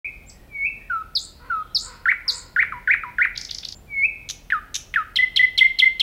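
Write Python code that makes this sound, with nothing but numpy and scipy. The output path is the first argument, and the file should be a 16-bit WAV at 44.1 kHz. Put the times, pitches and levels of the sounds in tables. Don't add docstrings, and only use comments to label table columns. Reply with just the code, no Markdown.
import sys
import numpy as np
from scipy import signal
from scipy.fft import rfft, irfft
from scipy.io import wavfile
from scipy.ndimage import uniform_filter1d

SR = 44100
rng = np.random.default_rng(int(sys.argv[2]) if len(sys.argv) > 2 else 0)


def bounce(signal):
    frames = np.transpose(np.atleast_2d(signal))
    limited = np.clip(frames, -1, 1)
    pcm = np.round(limited * 32767).astype(np.int16)
    wavfile.write(sys.argv[1], SR, pcm)


N = 265702
TOP_HZ = 15700
ACCENT_MS = 4.55

# start in seconds, pitch factor, gain in dB, ticks' delay in ms,
# tick spacing in ms, tick count, ticks' gain in dB.
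SLURS = [(1.1505, 0.95, -2, 39, 11.6, 6, -3.5), (1.746, 1.004, -0.4, 38, 12.1, 7, 0),
         (2.278, 0.99, -0.6, 30, 11.7, 8, -1.5)]
# start in seconds, pitch factor, gain in dB.
DROPS = [(4.5207, 0.96, -1.1), (4.9584, 0.98, 0.11)]
# frequency in Hz, relative level in dB.
THROAT = [(2600, -32), (3600, -32), (4400, -42), (6500, -51.5), (8500, -57.5), (10400, -52), (11900, -52),
          (13500, -61), (15500, -69)]


def undb(db):
    return 10 ** (np.asarray(db) / 20)


def unit(x):
    return x / np.sqrt(np.mean(x ** 2) + 1e-18)


def wander(size, hz):
    padded = size + SR // 10
    f = np.fft.rfftfreq(padded, 1 / SR)
    spectrum = rfft(rng.standard_normal(padded)) * np.exp(-(f / hz) ** 2)
    return unit(irfft(spectrum))[:size]


def log_curve(f, hz, values):
    return np.interp(np.log(f + 1), np.log(hz), values)


def add(track, s, sound):
    i = int(s * SR)
    sound, i = sound[max(-i, 0):], max(i, 0)
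    track[i:i + len(sound)] += sound[:max(N - i, 0)]


def syrinx(gesture, pitch, rough, rough_hz, throat, overtone_db, fundamental_db, count=14):
    ms, hz, db = np.transpose(gesture)
    t_ms = np.arange(int(ms.max() * SR / 1000)) * 1000 / SR
    size = len(t_ms)
    glide = uniform_filter1d(np.interp(t_ms, ms, hz), SR // 600, mode="nearest")
    glide = pitch * glide * (1 + 0.0027 * wander(size, 120))
    phase = 2 * np.pi * np.cumsum(glide) / SR + rough * wander(size, rough_hz)
    valve = np.sin(np.pi / 2 * np.clip(np.minimum(t_ms, t_ms[-1] - t_ms) / .9, 0, 1)) ** 2
    pressure = valve * undb(np.interp(t_ms, ms, db) + .5 * wander(size, 160))
    pressure = pressure * (1 + rough / 2 * wander(size, rough_hz))
    overtones = 0
    for k in range(2, count + 1):
        level = undb(log_curve(k * glide, *np.transpose(throat)))
        overtones = overtones + level * np.sin(k * phase) * (k * glide < TOP_HZ)
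    return pressure * (undb(fundamental_db) * np.sin(phase) + undb(overtone_db) * overtones)


def sing(gesture, notes, rough=0., rough_hz=1500., throat=THROAT, overtone_db=0., fundamental_db=0.):
    out = np.zeros(N)
    for s, factor, db, *_ in notes:
        note = syrinx(gesture, factor, rough, rough_hz, throat, overtone_db, fundamental_db)
        add(out, s, undb(db) * note)
    return out


def later(notes, delay_ms):
    return [(s + delay_ms / 1000, factor, db) for s, factor, db in notes]


def pulsed(notes, pattern):
    pulses = []
    for ms, ratio, step_db in pattern:
        changed = [(s, factor * ratio, db + step_db) for s, factor, db in notes]
        pulses += later(changed, ms)
    return pulses


def clock(length_ms):
    return np.linspace(0, length_ms, 300)


def gesture_of(ms, hz, db, attack_ms, release_ms):
    edge = np.clip(np.minimum(ms / attack_ms, (ms[-1] - ms) / release_ms), 0, 1)
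    opening_db = 20 * np.log10(np.sin(np.pi / 2 * edge) ** 2 + .01)
    return np.column_stack([ms, hz, db + opening_db])


def resonance(hz, centre_hz, width_hz, boost_db):
    return boost_db * np.exp(-((hz - centre_hz) / width_hz) ** 2)


def sweep(length_ms, start_hz, end_hz, db, peak_ms, rise_db, fall_db):
    ms = clock(length_ms)
    level = np.interp(ms, [0, min(peak_ms, length_ms), length_ms], [db - rise_db, db, db - fall_db])
    return np.column_stack([ms, start_hz * (end_hz / start_hz) ** (ms / length_ms), level])


def fall(length_ms, start_hz, end_hz, settle_ms, db, accent_db, fade_db, attack_ms, release_ms):
    ms = clock(length_ms)
    hz = end_hz + (start_hz - end_hz) * np.exp(-ms / settle_ms)
    level = db + accent_db * np.exp(-ms / ACCENT_MS) - fade_db * (ms / length_ms) ** 2
    return gesture_of(ms, hz, level, attack_ms, release_ms)


def hold(length_ms, hz, db, attack_ms, release_ms):
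    ms = clock(length_ms)
    return gesture_of(ms, np.full_like(ms, hz), db, attack_ms, release_ms)


def whistle(length_ms, low_hz, sag_hz, sag_ms, leap_hz, leap_at_ms, leap_ms,
            db, swell_db, attack_ms, release_ms):
    ms = clock(length_ms)
    sag = sag_hz * np.maximum(1 - ms / sag_ms, 0) ** 2
    leap = leap_hz * (1 + np.tanh((ms - leap_at_ms) / leap_ms)) / 2
    level = db + swell_db * (ms / length_ms - 1)
    return gesture_of(ms, low_hz + sag + leap, level, attack_ms, release_ms)


def slur(length_ms, start_hz, end_hz, settle_ms, warble_hz, depth_hz, db, attack_ms, release_ms):
    ms = clock(length_ms)
    fallen = 1 - np.exp(-ms / settle_ms)
    warble = depth_hz * np.sqrt(fallen) * np.sin(2 * np.pi * warble_hz * ms / 1000)
    hz = start_hz + (end_hz - start_hz) * fallen + warble
    return gesture_of(ms, hz, db, attack_ms, release_ms)


def swoop(length_ms, low_hz, dip_hz, dip_ms, climb_hz, turn_ms, climb_ms,
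          db, accent_db, attack_ms, release_ms):
    ms = clock(length_ms)
    climb = np.sin(np.pi / 2 * np.clip((ms - turn_ms) / climb_ms, 0, 1)) ** 2
    hz = low_hz + dip_hz * np.exp(-ms / dip_ms) + climb_hz * climb
    level = db + resonance(hz, centre_hz=2004, width_hz=307, boost_db=7)
    level = level + accent_db * np.exp(-ms / ACCENT_MS)
    return gesture_of(ms, hz, level, attack_ms, release_ms)


def whip(length_ms, start_hz, end_hz, bend, db, attack_ms, release_ms):
    ms = clock(length_ms)
    hz = start_hz + (end_hz - start_hz) * (ms / length_ms) ** bend
    level = db + resonance(hz, centre_hz=3300, width_hz=247, boost_db=10.5)
    return gesture_of(ms, hz, level, attack_ms, release_ms)


def whistles():
    # start in seconds, pitch factor, gain in dB.
    long_notes = [(-.127, 0.98, -14.5), (0.479, 1.009, -7), (3.867, 0.9955, -1)]
    seep_notes = [(0.264, 1.002, 0.0047)]
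    seep_tail_notes = [(3.7472, 0.96, 0.0072)]
    long = whistle(length_ms=211, low_hz=2190.5, sag_hz=248.3, sag_ms=130, leap_hz=457, leap_at_ms=179,
                   leap_ms=13, db=-8.5, swell_db=17.5, attack_ms=143, release_ms=30.8)
    seep = sweep(length_ms=42, start_hz=7000, end_hz=8040, db=-45, peak_ms=26, rise_db=12.5, fall_db=5.5)
    snap = sweep(length_ms=9, start_hz=6860, end_hz=4350, db=-39.5, peak_ms=8.9, rise_db=5, fall_db=-1)
    seep_tail = sweep(length_ms=65, start_hz=7520, end_hz=7600, db=-50.5, peak_ms=24, rise_db=4.5, fall_db=15)
    thin = sing(seep, seep_notes, rough=.03)
    thin = thin + sing(snap, later(seep_notes, delay_ms=31.0), rough=.03)
    thin = thin + sing(seep_tail, seep_tail_notes, rough=.55, rough_hz=400)
    return sing(long, long_notes, overtone_db=-1.5) + thin


def falling_notes():
    # start in seconds, pitch factor, gain in dB.
    flute_notes = [(.896, 1.005, -0.95), (1.497, .98, 0)]
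    murmur_notes = [(2.7217, 1.005, -2), (3.0346, 1.005, -2)]
    flute = fall(length_ms=132.4, start_hz=1573, end_hz=1280, settle_ms=30, db=-19, accent_db=6,
                 fade_db=9.5, attack_ms=10.5, release_ms=5.4)
    murmur = fall(length_ms=70, start_hz=1537, end_hz=970, settle_ms=7, db=-30.5, accent_db=26,
                  fade_db=2.5, attack_ms=3.0, release_ms=4.6)
    drop = fall(length_ms=74, start_hz=1940, end_hz=1246, settle_ms=16, db=-14.5, accent_db=12.5,
                fade_db=18, attack_ms=2.7, release_ms=5.8)
    soft = sing(flute, flute_notes, overtone_db=-5) + sing(murmur, murmur_notes, overtone_db=-1.5)
    return soft + sing(drop, DROPS, rough=.012, overtone_db=-0.5)


def tick_trains():
    top_tick, droop = 4.4, .165
    ticks = []
    for s, _, _, delay_ms, spacing_ms, count, db in SLURS:
        variation = rng.uniform(-1, 1, (round(count), 2)) * (.025, 1.5)
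        for k, (bend, push_db) in enumerate(variation):
            arch = 1 - droop * (k / top_tick - 1) ** 2
            ticks += later([(s, arch + bend, db + push_db)], delay_ms + k * spacing_ms)
    return ticks


def slurs():
    note = slur(length_ms=36.6, start_hz=5678, end_hz=3420, settle_ms=21, warble_hz=152, depth_hz=390,
                db=-14.0, attack_ms=4.5, release_ms=15.2)
    tick = sweep(length_ms=6.7, start_hz=9500, end_hz=6390, db=-27.0, peak_ms=4.04, rise_db=16.5, fall_db=12)
    notes = sing(note, SLURS, rough=.012, rough_hz=925, overtone_db=21)
    return notes + sing(tick, tick_trains(), rough=.046, overtone_db=21)


def swoops():
    # start in seconds, pitch factor, gain in dB, flick's delay in ms, flick's gain in dB.
    swoop_notes = [(2.055, 0.97, -.4, 53.4, -1), (2.561, 0.99, 0, 56, .5), (2.874, 1.04, 0.4, 56, -0.5),
                   (3.183, 1, -0.5, 58, -0.5)]
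    note = swoop(length_ms=56.3, low_hz=1382, dip_hz=739, dip_ms=3.49, climb_hz=1093, turn_ms=10,
                 climb_ms=48, db=-16, accent_db=4.5, attack_ms=3.7, release_ms=10)
    flick = sweep(length_ms=20, start_hz=3110, end_hz=1167, db=-7.5, peak_ms=9.6, rise_db=29, fall_db=20.5)
    flicks = []
    for s, _, _, delay_ms, db in swoop_notes:
        flicks += later([(s, 1, db)], delay_ms)
    notes = sing(note, swoop_notes, rough=0.01, rough_hz=700, overtone_db=-1.5)
    return notes + sing(flick, flicks, rough=0.046, overtone_db=0.5)


def rattle():
    # start in seconds, pitch factor, gain in dB.
    rolls = [(3.374, 1.085, -0.055), (3.5085, 1.016, 0.19), (3.648, 0.99, -0.37)]
    # delay in ms, pitch factor, gain in dB.
    roll_pattern = [(0, 0.9, 2), (36.5, 1.02, -2), (73, 0.99, -3.4)]
    snap = sweep(length_ms=8.6, start_hz=7600, end_hz=3100, db=-18, peak_ms=4.3, rise_db=22, fall_db=20)
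    chuff = sweep(length_ms=12, start_hz=3490, end_hz=3660, db=-27, peak_ms=12, rise_db=16.0, fall_db=12.5)
    snaps = sing(snap, pulsed(rolls, roll_pattern), rough=0.22, rough_hz=2060, overtone_db=24)
    chuffs = sing(chuff, later(rolls, delay_ms=-20.5), rough=0.88, rough_hz=1170, overtone_db=14.5)
    return snaps + chuffs


def harsh_notes():
    # start in seconds, pitch factor, gain in dB.
    rasp_notes = [(4.289, 0.99, -1.8), (4.7425, 0.98, 1.9)]
    # delay in ms, pitch factor, gain in dB.
    rasp_pattern = [(0, 1, -3.5), (9.2, 0.99, -0.5), (17.6, 0.99, -3)]
    rasps, chips = pulsed(rasp_notes, rasp_pattern), later(DROPS, delay_ms=-19.0)
    low_rasp = sweep(length_ms=8, start_hz=4264, end_hz=3245, db=-21.5, peak_ms=1.2, rise_db=0.5, fall_db=11)
    high_rasp = sweep(length_ms=8, start_hz=7090, end_hz=5410, db=-21, peak_ms=3.0, rise_db=7.5, fall_db=7.5)
    low = sing(low_rasp, rasps, rough=0.74, rough_hz=1480, overtone_db=32.0)
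    high = sing(high_rasp, rasps, rough=.65, rough_hz=1300, overtone_db=28)
    low_chip = sweep(length_ms=11, start_hz=2093, end_hz=1780, db=-18.5, peak_ms=1.3, rise_db=3.0, fall_db=15)
    high_chip = sweep(length_ms=15, start_hz=2710, end_hz=2450, db=-25.5, peak_ms=2.1, rise_db=5.5, fall_db=10)
    chip = sing(low_chip, chips, rough=0.36, rough_hz=500, overtone_db=14.5)
    chip = chip + sing(high_chip, chips, rough=1.0, rough_hz=700, overtone_db=18.5)
    return low + high + 4.0 * low * high + chip


def closing_run():
    # start in seconds, whip's pitch factor, gain in dB, double note's delay in ms,
    # double note's pitch factor.
    syllables = [(5.157, .975, -3.5, 29, .99), (5.360, 0.99, -1, 31.5, .988), (5.5759, 1, .5, 31, 1.023),
                 (5.787, 1.008, -0.5, 32, 1.018), (5.9963, 0.99, -1.5, 27, 1.05)]
    # frequency in Hz, relative level in dB.
    open_throat = [(2100, -4.5), (3200, 4), (4250, 1), (5300, -5), (6400, -24.5), (7400, -21.5),
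                   (8500, -22), (9600, -24.5), (11200, -24), (15000, -43.5)]
    crack = whip(length_ms=25, start_hz=4250, end_hz=2246, bend=1.5, db=-15.5, attack_ms=2.0, release_ms=6.2)
    creak = sweep(length_ms=13, start_hz=1038, end_hz=1137, db=-20, peak_ms=5.84, rise_db=12, fall_db=9.5)
    first = hold(length_ms=27, hz=2016.7, db=-7.5, attack_ms=4.5, release_ms=3.65)
    second = hold(length_ms=36.5, hz=2051.5, db=-6.5, attack_ms=14.4, release_ms=12)
    doubles = []
    for s, _, db, delay_ms, factor in syllables:
        doubles += later([(s, factor, db)], delay_ms)
    whips = sing(crack, syllables, rough=.019, rough_hz=2970, overtone_db=13.5)
    creaks = sing(creak, syllables, rough=0.14, rough_hz=700, throat=open_throat, fundamental_db=-46)
    firsts = sing(first, doubles, overtone_db=-1.0)
    seconds = sing(second, later(doubles, delay_ms=32), overtone_db=-6)
    return whips + creaks + firsts + seconds


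def trees(x, gap_s, near_db, near_s, far_db):
    # band centre in Hz, relative level in dB, decay time t60 in seconds.
    bands = [(500, -23, 1.3), (950, -19, 1.0), (1370, -17, 0.73), (1850, -16.5, 0.71), (2360, -10.5, 0.69),
             (2940, -10, 0.72), (3340, -8.5, 0.43), (4000, -16.5, 0.64), (5030, -10.5, 0.55),
             (7500, -8, .42), (11500, -1, 0.27), (15000, -10, .28)]
    t = np.arange(SR) / SR
    f = np.fft.rfftfreq(SR, 1 / SR)
    hz, db, t60 = np.transpose(bands)
    scatter = rfft(rng.standard_normal(SR) * rng.exponential(1, SR) / np.sqrt(2))
    onset = np.clip((t - gap_s) / 0.0037, 0, 1)
    cluster_and_tail = undb(far_db) + undb(near_db) * np.exp(-t / near_s)
    response = 0
    for share, d, decay_s in zip(np.eye(len(hz)), db, t60):
        band = irfft(scatter * log_curve(f, hz, share), SR)
        fade = onset * np.exp(-np.log(1000) * t / decay_s) * cluster_and_tail
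        response = response + undb(d) * band * fade / np.sqrt(SR / 20)
    return signal.fftconvolve(x, response)[:N]


def crow():
    # start in seconds, length in seconds, nominal pitch in Hz, relative level in dB.
    caws = [(1.393, 0.12, 483, -48.5), (1.821, 0.13, 493.8, -47), (2.247, 0.13, 507.6, -46.5)]
    # centre in Hz, width in Hz, relative level in dB.
    crow_throat = [(504, 180, -6.5), (1120, 260, 2.5), (1270, 94, 8.5), (2000, 320, -23.5)]
    out = np.zeros(N)
    for s, length_s, hz, db in caws:
        size = int(length_s * SR)
        arch = np.sin(np.pi * np.arange(size) / size)
        cycles = np.cumsum(hz * (.95 + .06 * arch + .06 * wander(size, 200))) / SR
        pulses = np.diff(np.floor(cycles), prepend=0)
        voice = 0
        for f, width_hz, d in crow_throat:
            voice = voice + undb(d) * signal.lfilter(*signal.iirpeak(f, f / width_hz, fs=SR), pulses)
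        voice = signal.sosfilt(signal.butter(4, 2100, fs=SR, output="sos"), voice)
        add(out, s, undb(db) * unit(voice * np.sqrt(arch)))
    return out


def far_birds(count=6):
    # start in seconds, pitch factor, gain in dB.
    coo_notes = [(.31, 1.04, -5.5), (.765, 1, 0)]
    twitter_s = (1, 1.8)
    coo = sweep(length_ms=145, start_hz=1900, end_hz=1730, db=-54.5, peak_ms=45, rise_db=9, fall_db=8)
    twitter = sweep(length_ms=320, start_hz=3260, end_hz=2990, db=-66.0, peak_ms=70, rise_db=11, fall_db=8)
    draws = rng.uniform((twitter_s[0], 1), (twitter_s[1], 1.45), (count, 2))
    calls = [(s, factor, 0) for s, factor in draws]
    return sing(coo, coo_notes, rough=1.0, rough_hz=130) + sing(twitter, calls, rough=1.0, rough_hz=130)


def coloured(spectrum):
    f = np.fft.rfftfreq(N, 1 / SR)
    shape = undb(log_curve(f, *np.transpose(spectrum)))
    return unit(irfft(rfft(rng.standard_normal(N)) * shape, N))


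def background():
    # frequency in Hz, relative density in dB per Hz.
    rumble_spectrum = [(15, -35), (25, -3), (43, -1.5), (83, -4.5), (103, -8), (123, -7.5), (367, -17.5),
                       (438, -18.5), (624, -20.5), (850, -23.5), (1100, -50.5), (1870, -120)]
    hiss_spectrum = [(400, -9.5), (900, 0.5), (1600, -3), (3200, -6), (7000, -15), (13000, -12),
                     (15500, -11)]
    # frequency in Hz, rms level in dB.
    hum_tones = [(40.5, -55), (80.5, -60.5)]
    rumble_db, hiss_db = -49.5, -59
    rumble = coloured(rumble_spectrum) * undb(rumble_db + 0.89 * wander(N, 3))
    t = np.arange(N) / SR
    hum = 0
    for hz, db in hum_tones:
        phase = 2 * np.pi * hz * t + 1.2 * wander(N, 2.9)
        hum = hum + undb(db) * np.sqrt(2) * np.sin(phase)
    return rumble + hum + undb(hiss_db) * coloured(hiss_spectrum)


def scene():
    # time in seconds, send to the trees in dB.
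    head_turn = [(0, 6.5), (.8, 3), (1.2, 1.5), (2, 1.5), (3.2, 2.5), (3.5, 1.5), (4.1, -0.5), (5, 0.5),
                 (6, -1)]
    break_s = 3.747
    t = np.arange(N) / SR
    bird = whistles() + falling_notes() + slurs() + swoops() + rattle() + harsh_notes() + closing_run()
    bird = signal.sosfilt(signal.butter(6, 860, "high", fs=SR, output="sos"), bird)
    outward = bird * undb(np.interp(t, *np.transpose(head_turn)))
    echoes = 0
    for on in (t < break_s, t >= break_s):
        echoes = echoes + on * trees(on * outward, gap_s=0.0029, near_db=5, near_s=0.047, far_db=-3.0)
    calls = crow() + far_birds()
    far = undb(-1.5) * calls + trees(calls, gap_s=0.017, near_db=-3.5, near_s=.05, far_db=18.0)
    return (bird + echoes + far + background())[None]


def record(dry):
    open_s = .045
    opened = np.clip((np.arange(N) / SR - open_s) / .002, 0, 1)
    return signal.sosfilt(signal.ellip(10, .1, 90, TOP_HZ, fs=SR, output="sos"), dry * opened)


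dry = scene()
out = record(dry)
bounce(out)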